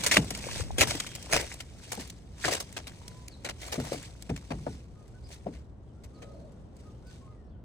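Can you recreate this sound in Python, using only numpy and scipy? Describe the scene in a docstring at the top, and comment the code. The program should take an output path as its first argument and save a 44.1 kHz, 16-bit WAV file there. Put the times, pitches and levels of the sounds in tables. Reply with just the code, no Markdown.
"""Boots crunch through crusty snow, close to a hand-held phone on a terrace beside a house.
The crust breaks in bursts of tiny cracks, loose crystals rasp under the moving sole, and heels thud
on the slab below. Wind rumbles on the two microphone ports and puffs on them as the phone swings.
A faint high whistle or creak follows one step. Far off, water birds and a small songbird call
faintly; nearby, a pump hums."""
import sys
import numpy as np
from scipy import signal
from scipy.fft import rfft, irfft, next_fast_len
from scipy.io import wavfile
from scipy.ndimage import uniform_filter1d, map_coordinates

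SR = 44100
rng = np.random.default_rng(int(sys.argv[2]) if len(sys.argv) > 2 else 0)


def log_audio(samples):
    """Write samples as a 16-bit WAV file to the path given in sys.argv[1]."""
    # one column per channel
    frames = np.atleast_2d(samples).T
    # limit to full scale, then quantise
    limited = np.clip(frames, -1, 1)
    pcm = np.round(limited * 32767).astype(np.int16)
    wavfile.write(sys.argv[1], SR, pcm)


N = 336924

# the pump nearby: f/Hz, level/dB
PUMP_HUM = [(118.5, -59)]
# a faint high whistle or creak just after a step (first row), then distant bird calls:
# t/s, length/s, pitch/Hz, glide from start to end/Hz, level/dB
WHISTLES = [(1.02, .21, 3240, -27, -55.5), (2.993, 0.283, 988, 55, -62.5), (3.306, 0.047, 4250, -800, -56),
            (4.675, 0.037, 1470, -22, -62), (4.95, 0.104, 1232, -46, -67), (5.135, 0.056, 1475, 12.5, -66),
            (5.236, 0.036, 4690, 0, -59), (5.872, 0.0475, 3140, -520, -77.5),
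            (5.947, 0.158, 1410, 108.5, -76), (6.116, 0.25, 1245, -5, -64.5),
            (6.143, 0.04, 4310, -700, -66), (6.25, 0.255, 4180, 50, -80), (6.17, 0.34, 540, 92.5, -54),
            (6.507, 0.073, 1435, -52, -75), (6.84, 0.071, 1223, -43.5, -63), (6.925, .045, 3000, 320, -79),
            (7.028, 0.11, 1466, 22, -66.5), (7.062, .04, 4650, -800, -66), (7.21, 0.078, 1073, 0.5, -62),
            (7.271, 0.082, 1230, -38.5, -62), (7.274, 0.2, 1933, -480, -77.5),
            (7.44, 0.045, 5260, 0, -82.5), (7.478, .036, 4250, -2.5, -79), (7.503, .07, 3180, -900, -79),
            (7.542, 0.045, 1450, -48.5, -71)]
# course of the wind: t/s, buffet level/dB, far rush level/dB
WIND_LEVELS = [(0, -51.5, -41), (1.7, -52, -51.5), (4, -52.5, -52), (5.9, -52.5, -53), (6.3, -53.5, -49.5),
               (6.7, -54, -50), (7.64, -52, -53)]
# wind on the microphone: f/Hz, level/dB
BUFFET_SPECTRUM = [(20, -24), (40, -9), (59, 5), (96, -2.5), (146, -11.5), (200, -15.5), (260, -35),
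                   (440, -120)]
# wind in the distance: f/Hz, level/dB
RUSH_SPECTRUM = [(88, -19), (150, -7), (387, -16.5), (515, -18.5), (1230, -32.5), (2060, -43.5),
                 (2400, -47), (3010, -45), (14000, -76.5)]
# stereo image of the wind: f/Hz, left-right likeness
WIND_LIKENESS = [(30, 0.76), (125, .93), (300, 0.87), (1000, 0.22), (5000, 0.15)]
# air beats on the ports: t/s, level/dB
PUFFS = [(0.619, -26), (0.816, -22.5), (0.901, -30)]
# phase lead of the left port: f/Hz, phone pointed at the ground/rad, phone raised/rad
PORT_LEAD = [(200, 0, 0), (750, -1.2, 1.08), (1290, -2.04, 2), (1510, -0.1, -0.1), (2100, 0.2, 1),
             (2970, 2, 2.5), (4120, 4, 6.5), (5300, 3.5, 3.5), (7500, 8, 8.5), (8740, 5, 4.5)]
# the phone's body shades the right port: f/Hz, share of the full shade
PORT_SHADOW = [(170, 0.083), (750, 0.92), (1400, 0.072)]
# stereo image of the snow underfoot: f/Hz, left-right likeness
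SNOW_LIKENESS = [(200, 0.97), (600, 0.38), (1100, 0.25), (1700, 0.7), (2600, .65), (4000, 0.3),
                 (7000, 0.38)]
# weight lands on the slab: t/s, level/dB, extra boom/dB, decay/s
HEEL_THUDS = [(0.175, -17.5, -8, 0.15), (0.31, -16, -48, 0.027), (0.787, -31.5, -6.5, 0.56),
              (1.331, -38, 11.5, 0.13), (0.945, -21.5, -29, 0.061), (1.974, -27.5, -31.5, 0.15),
              (2.451, -32.5, -1.5, 0.15), (3.778, -21.5, -11.5, 0.18), (3.915, -31, -16, 0.29),
              (4.294, -21.5, -7.5, 0.16), (4.511, -34, -1, 0.35), (4.665, -28, -16, 0.2),
              (5.461, -26.5, -19, 0.2)]
# resonances of the slab: f/Hz, width/Hz, level/dB
SLAB_MODES = [(72.3, 60, 2.5), (146.4, 84, 9.5), (258.8, 110, 4), (411.4, 170, 1.5), (708, 310, -1.5)]
# the sole drags: t/s of most pressure, level/dB, 20 dB rise/s, 20 dB fall/s
SCUFFS = [(.15, -37.5, 0.75, 0.1), (0.611, -38.5, 0.72, 0.058), (.9, -38, 0.18, 0.36),
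          (1.339, -33, 0.035, 0.099), (1.522, -45, 0.73, .09), (1.839, -49, 0.04, 0.08),
          (2.0, -46, 0.32, 0.19), (2.457, -33, 0.059, 0.18), (2.53, -41, 0.15, 0.11),
          (3.63, -48.5, 0.081, 0.13), (3.941, -43.5, 0.36, 0.15), (4.05, -47.5, .15, 0.071),
          (5.33, -48, 0.06, 0.056), (6.79, -65, 0.083, 0.41), (7.11, -60.5, .1, 0.305)]
# faint rasp between the scuffs: t/s, level/dB
RASP_FLOOR = [(0, -53), (1.7, -61.5), (2.2, -70.5), (2.8, -58), (3.15, -59), (3.4, -66), (4.2, -62),
              (4.74, -57.5), (4.88, -71), (5.55, -66), (5.75, -82.5), (6.23, -67), (6.7, -76.5),
              (7.64, -97)]
# loose crystals under the sole: f/Hz, level/dB
RASP_SPECTRUM = [(500, -34.5), (900, -4.5), (1400, -9.5), (2200, -2), (4300, -3.5), (5600, -2.5),
                 (7300, -6), (8300, -2.5), (9800, -13), (16000, -27)]
# plates of crust snap: t/s, level/dB, f/Hz
PLATE_SNAPS = [(0.113, -13, 2190), (0.1699, -2, 2140), (0.441, -29.5, 2440), (0.468, -29.5, 533),
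               (0.488, -30.5, 955), (0.514, -31.5, 1920), (0.706, -28, 790), (1.3276, -16, 1950),
               (1.517, -27.5, 2150), (2.441, -19.5, 1760), (2.4487, -14, 1760), (3.4892, -27.5, 2070),
               (3.9203, -21.5, 526), (4.5085, -26.5, 266), (4.6665, -25.5, 587), (5.4674, -22.5, 597)]
# single crystals snap: t/s, level/dB
CRYSTAL_TICKS = [(0.245, -48), (0.3725, -46), (.953, -45), (1.226, -46.5), (1.316, -41), (1.411, -36),
                 (1.54, -43.5), (1.951, -48.5), (2.075, -53.5), (2.099, -44.5), (2.726, -50),
                 (3.0789, -43.5), (3.2808, -50), (4.0273, -48.5), (4.223, -47.5), (5.079, -66.5),
                 (5.289, -60.5), (5.311, -57), (5.325, -58), (5.342, -54), (6.52, -69.5), (6.766, -63.5),
                 (7.069, -65.5)]
# the crust gives way: t/s, level/dB, coarse chunks/dB, fine crystals/dB (both relative), decay/s
CRUST_BREAKS = [(0.0355, -25, -8, -1, 0.071), (0.0623, -20.5, -12.5, 2, 0.066),
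                (0.1121, -11.5, -9, -7, 0.07), (0.125, -20.5, -12.5, -1, 0.14),
                (0.167, -11.5, -1.5, -11, 0.038), (0.3049, -32, -0.5, 4, 0.037),
                (0.3487, -32.5, -18, -2, 0.026), (0.7815, -21.5, -3, -3.5, 0.11),
                (0.8077, -13, -6, -2, 0.052), (0.8193, -14.5, -4, -5.5, 0.064), (0.87, -32, -4, 0, 0.2),
                (0.907, -23, -7.5, -7.5, 0.033), (0.9997, -25, -16.5, -6, 0.031),
                (1.065, -30.5, -18, -4, 0.036), (1.151, -37, -4.5, 3, 0.035), (1.296, -36.5, 5, -3.5, 0.25),
                (1.324, -17.5, -5.5, -6, 0.07), (1.343, -21.5, 0, -8.5, 0.085),
                (1.36, -23.5, -2.5, -7, 0.1), (1.397, -32, 2.5, -4.5, 0.11),
                (1.601, -34, -13.5, -5.5, 0.06), (1.918, -34, 4, 5.5, 0.069),
                (1.996, -39.5, -1, 2.5, 0.092), (2.4438, -18, -5, -15.5, 0.072),
                (2.479, -27.5, 5, -8, 0.07), (2.509, -25, -8, -4, 0.14), (2.531, -25.5, -5.5, -1.5, 0.087),
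                (2.5998, -36, 1.5, 7, 0.061), (2.7656, -28.5, -5, -12.5, 0.071),
                (2.869, -35, -3.5, -5, 0.058), (3.4463, -28, -2, -9, 0.076), (3.488, -30, -4, -9.5, 0.063),
                (3.6124, -40, -4, -2.5, 0.14), (3.6604, -39, -0.5, -1.5, 0.12),
                (3.7173, -30.5, 0.5, 0, 0.12), (3.7987, -39.5, 5.5, 2, 0.058), (3.8376, -40.5, 7, 1, 0.14),
                (3.9252, -40, 9, 3.5, 0.083), (4.293, -37, 3.5, -12, 0.048), (4.361, -39, -6, -4.5, 0.057),
                (4.505, -38.5, 8.5, -14, 0.067), (4.665, -58.5, 30, -20, 0.034),
                (5.464, -53, 11, -34, 0.082), (5.5239, -53, 2, -13.5, 0.19), (6.036, -48.5, -5, 0, 0.057),
                (6.2193, -45, 3.5, -10, 0.06)]
# cracking crust at close range: f/Hz, level/dB
CRUST_SPECTRUM = [(150, -26), (250, -3.5), (662, 2), (802, -4), (1280, -8), (1790, -12), (2160, -8.5),
                  (3520, -15.5), (8120, -10.5), (16000, -25.5)]

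TIME = np.arange(N) / SR


def amp(db):
    """Decibels to gain."""
    return 10 ** (np.asarray(db) / 20)


def unit(x):
    """Scaled to rms 1."""
    return x / np.sqrt(np.mean(x ** 2) + 1e-20)


def along(points, hz):
    """Rows of f/Hz and a value, read on a log axis."""
    f, values = np.transpose(points)
    return np.interp(np.log(hz + 1), np.log(f + 1), values)


def curves(rows):
    """One value per sample for each column after t/s."""
    s, *columns = np.transpose(rows)
    return [np.interp(TIME, s, column) for column in columns]


def wobble(rate):
    """A smooth random curve, rate knots a second."""
    return map_coordinates(rng.standard_normal(int(N * rate / SR) + 4), [TIME * rate])


def filtered(x, response):
    """x through a frequency response."""
    size = next_fast_len(N + SR // 2)
    return irfft(rfft(x, size) * response(np.fft.rfftfreq(size, 1 / SR)), size)[..., :N]


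def below(hz, edge_hz):
    """A soft step from 1 under the edge to 0 above it."""
    return 1 / np.sqrt(1 + (hz / edge_hz) ** 6)


def stereo(x, spectrum, likeness):
    """Two unrelated noises, coloured and mixed as mid and side to a left-right likeness; rms 1."""
    def response(hz):
        angle = np.arccos(np.clip(along(likeness, hz), -1, 1)) / 2
        return amp(along(spectrum, hz)) * [np.cos(angle), np.sin(angle)]
    mid, side = filtered(x, response)
    return unit(np.array([mid + side, mid - side]))


def pump():
    """Faint mains hum from a pump nearby, not quite steady."""
    waver = amp(2.5 * wobble(6))
    return sum(np.sqrt(2) * amp(db) * waver * np.sin(2 * np.pi * hz * TIME) for hz, db in PUMP_HUM)


def whistles():
    """Far bird calls and one faint creak: gliding, trembling tones that waver in the moving air."""
    out = np.zeros(N + SR)
    tremble, rasp = wobble(150), wobble(700)
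    for s, length, hz, glide_hz, db in WHISTLES:
        progress = np.arange(round(length * SR)) / (length * SR)
        span = slice(round(s * SR), round(s * SR) + len(progress))
        arch = np.sin(np.pi * progress)
        water_bird, hoarse, high = hz < 1600, hz < 700, hz > 2500
        twitter = hz > 4000 and length < .06 and abs(glide_hz) < 300
        bow = .064 * water_bird + .3 * twitter  # the pitch bows up in mid-call
        pitch = hz + glide_hz * (progress - .5) + bow * hz * (np.sqrt(arch) - .76)
        pitch *= 1 + (.009 + .09 * hoarse) * tremble[span] + .028 * high * rasp[span]
        out[span] += amp(db) * arch ** .45 * np.sin(2 * np.pi * np.cumsum(pitch) / SR)
    return out[:N] * amp(1.8 * np.array([wobble(45), wobble(45)]))


def echoes(x, t60=.3, echo_db=-1.5):
    """Walls and trees smear distant sound with a short tail, different on each side."""
    t = np.arange(round(t60 * SR)) / SR
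    tail = amp(-60 * t / t60) * rng.standard_normal((2, len(t)))
    return x + amp(echo_db) * signal.fftconvolve(x, tail / np.linalg.norm(tail[0]), axes=1)[:, :N]


def wind():
    """Buffeting right on the ports, over the far rush of air in trees and across water."""
    buffet_db, rush_db = curves(WIND_LEVELS)
    buffet = stereo(amp(.4 * wobble(9.8)) * rng.standard_normal((2, N)), BUFFET_SPECTRUM, WIND_LIKENESS)
    rush = stereo(amp(.68 * wobble(.94)) * rng.standard_normal((2, N)), RUSH_SPECTRUM, WIND_LIKENESS)
    lean_left = amp([[.8], [-.8]])
    return amp(buffet_db + 3.5) * buffet + amp(rush_db - 2) * rush * lean_left


def swing_gust(swing_s=.72, half_width_s=.2, stream_db=-38, puff_hz=88.3, puff_s=.0089):
    """Air streams past the swinging phone, pushing one port, pulling the other, and puffs on both."""
    phases = .5 * rng.standard_normal((len(PUFFS), 2, 1))
    puffs = np.zeros((2, N))
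    for (s, db), phase in zip(PUFFS, phases):
        t = TIME - s
        puffs += amp(db) * np.exp(-(t / puff_s) ** 2) * np.cos(2 * np.pi * puff_hz * t + phase)
    stream = stereo(rng.standard_normal((2, N)), spectrum=[(25, -12), (75, -2), (130, -5), (400, -69)],
                    likeness=[(60, -.72)])
    swell = np.exp(-((TIME - swing_s) / half_width_s) ** 2)
    return puffs + amp(stream_db) * swell * stream


def ports(x, raise_s=(.84, 2), down_shade_db=5, up_shade_db=6):
    """Close sound meets the two ports out of step; its midrange shifts left as the phone is raised."""
    sides = np.array([[.5], [-.5]])
    grid_hz, down_lead, up_lead = np.transpose(PORT_LEAD)

    def held(lead, shade_db):
        return filtered(x, lambda hz: amp(sides * shade_db * along(PORT_SHADOW, hz))
                        * np.exp(1j * sides * along(np.c_[grid_hz, lead], hz)))
    down, up = held(down_lead, down_shade_db), held(up_lead, up_shade_db)
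    return down + np.interp(TIME, raise_s, [0, 1]) * (up - down)


def pings(s, db, hz, cycles):
    """Short tones, one for each time, that swell at once and die after a few cycles."""
    step = np.arange(SR // 50)
    turns = step / SR * np.c_[hz]
    age = turns / cycles
    tones = np.c_[amp(db)] * np.e * age * np.exp(-age ** .95) * np.sin(2 * np.pi * turns)
    samples = np.c_[np.round(s * SR).astype(int)] + step
    return np.bincount(samples.ravel(), tones.ravel(), N + SR)[:N]


def cracks(spread_db, clump_db, clump_rate, ring_db):
    """Dense tiny fractures in clumps, most weak, a few large; each lump favours its own pitches."""
    size = amp(spread_db * np.minimum(rng.exponential(size=N), 5.8) + clump_db * wobble(clump_rate))
    spectra = signal.stft(size * rng.standard_normal((2, N)), nperseg=256)[2]
    lumps = uniform_filter1d(rng.standard_normal(spectra.shape[1:]), size=2, axis=0)
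    lumps = uniform_filter1d(lumps, size=5, axis=1)
    return signal.istft(spectra * amp(ring_db * unit(lumps)), nperseg=256)[1][:, :N]


def heels():
    """Heels shake the slab; lower modes sound later and longer, and packing snow makes them waver."""
    t = np.arange(SR // 3) / SR
    out = np.zeros(N)
    for hz, width_hz, mode_db in SLAB_MODES:
        slowness = (300 / hz) ** .73
        waver = amp(1.6 * wobble(width_hz))
        pitch = hz + .4 * width_hz * wobble(width_hz)
        attack = 1 - np.exp(-t / (.0042 * slowness ** .85))
        envelope = np.zeros(N + SR)
        for s, db, boom_db, decay_s in HEEL_THUDS:
            level_db = db - 7 + mode_db + boom_db * below(hz, 170) ** 2
            fade_db = -60 * t / (slowness * np.clip(decay_s, .02, .5))
            envelope[round(s * SR):][:len(t)] += amp(level_db + fade_db) * attack
        out += envelope[:N] * waver * np.sin(2 * np.pi * np.cumsum(pitch) / SR)
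    return out


def sole():
    """Loose crystals rasp under the boot and small lumps tick, louder as the pressure rises."""
    power = amp(curves(RASP_FLOOR)[0]) ** 2
    for s, db, rise_s, fall_s in SCUFFS:
        fade_db = -20 * np.where(TIME < s, (s - TIME) / rise_s, (TIME - s) / fall_s)
        power += amp(db + fade_db) ** 2
    envelope = np.sqrt(power)
    loose = cracks(spread_db=3.6, clump_db=1.6, clump_rate=150, ring_db=2)
    rasp = envelope * stereo(loose, RASP_SPECTRUM, SNOW_LIKENESS)
    when, pitch, weakness = rng.random((3, 1600))
    tick_db = 20 * np.log10(envelope[(when * N).astype(int)]) - 3 - 4.5 * np.log(weakness + .015)
    return rasp + pings(when * N / SR, tick_db, hz=500 * 14 ** pitch, cycles=.61)


def plates():
    """Plates of crust break cleanly, each with a short ping."""
    return pings(*np.transpose(PLATE_SNAPS), cycles=.8)


def crust(first_crack_t60=.012):
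    """Close to the microphone the crust breaks in bursts of cracks: chunks low, crystals high."""
    dense = cracks(spread_db=3.6, clump_db=2.8, clump_rate=260, ring_db=3)
    grains = stereo(dense, CRUST_SPECTRUM, SNOW_LIKENESS)
    bands = [lambda hz: below(hz, 1350),
             lambda hz: below(hz, 4400) - below(hz, 1350),
             lambda hz: 1 - below(hz, 3000)]
    ticks = [(s, db, -8, 7, .028) for s, db in CRYSTAL_TICKS]  # brief, bright breaks
    t = np.arange(SR // 4) / SR
    power = np.zeros((3, N + SR))
    for s, db, coarse_db, fine_db, decay_s in CRUST_BREAKS + ticks:
        age = t / np.clip(decay_s, .005, .3)
        attack = 1 - np.exp(-age / .031)  # long breaks also start slowly
        fade_db = -60 * (age / [[1.3], [1], [.9]]) ** 1.567  # chunks settle last
        # the shorter the break, the more its first crack stands out
        first_crack = 1 + amp(7 - 60 * t / first_crack_t60) * .025 / np.clip(decay_s, .03, .3)
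        burst = first_crack * attack * amp(db - 5.5 + fade_db + [[coarse_db], [0], [fine_db]])
        power[:, round(s * SR):round(s * SR) + len(t)] += burst ** 2
    return sum(np.sqrt(p[:N]) * unit(filtered(grains, band)) for p, band in zip(power, bands))


def scene():
    """At the phone: boots close below, wind on the ports, birds far off, the pump nearby."""
    boots = crust() + plates() + sole() + heels()
    return ports(boots) + wind() + swing_gust() + echoes(whistles()) + pump()


def record(dry, ceiling=.85, top_hz=15900):
    """A soft limiter rounds off the loudest cracks; nothing is kept above the band limit."""
    rounded = dry / (1 + np.abs(dry / ceiling) ** 4) ** .25
    return filtered(rounded, lambda hz: hz < top_hz)


dry = scene()
out = record(dry)
log_audio(out)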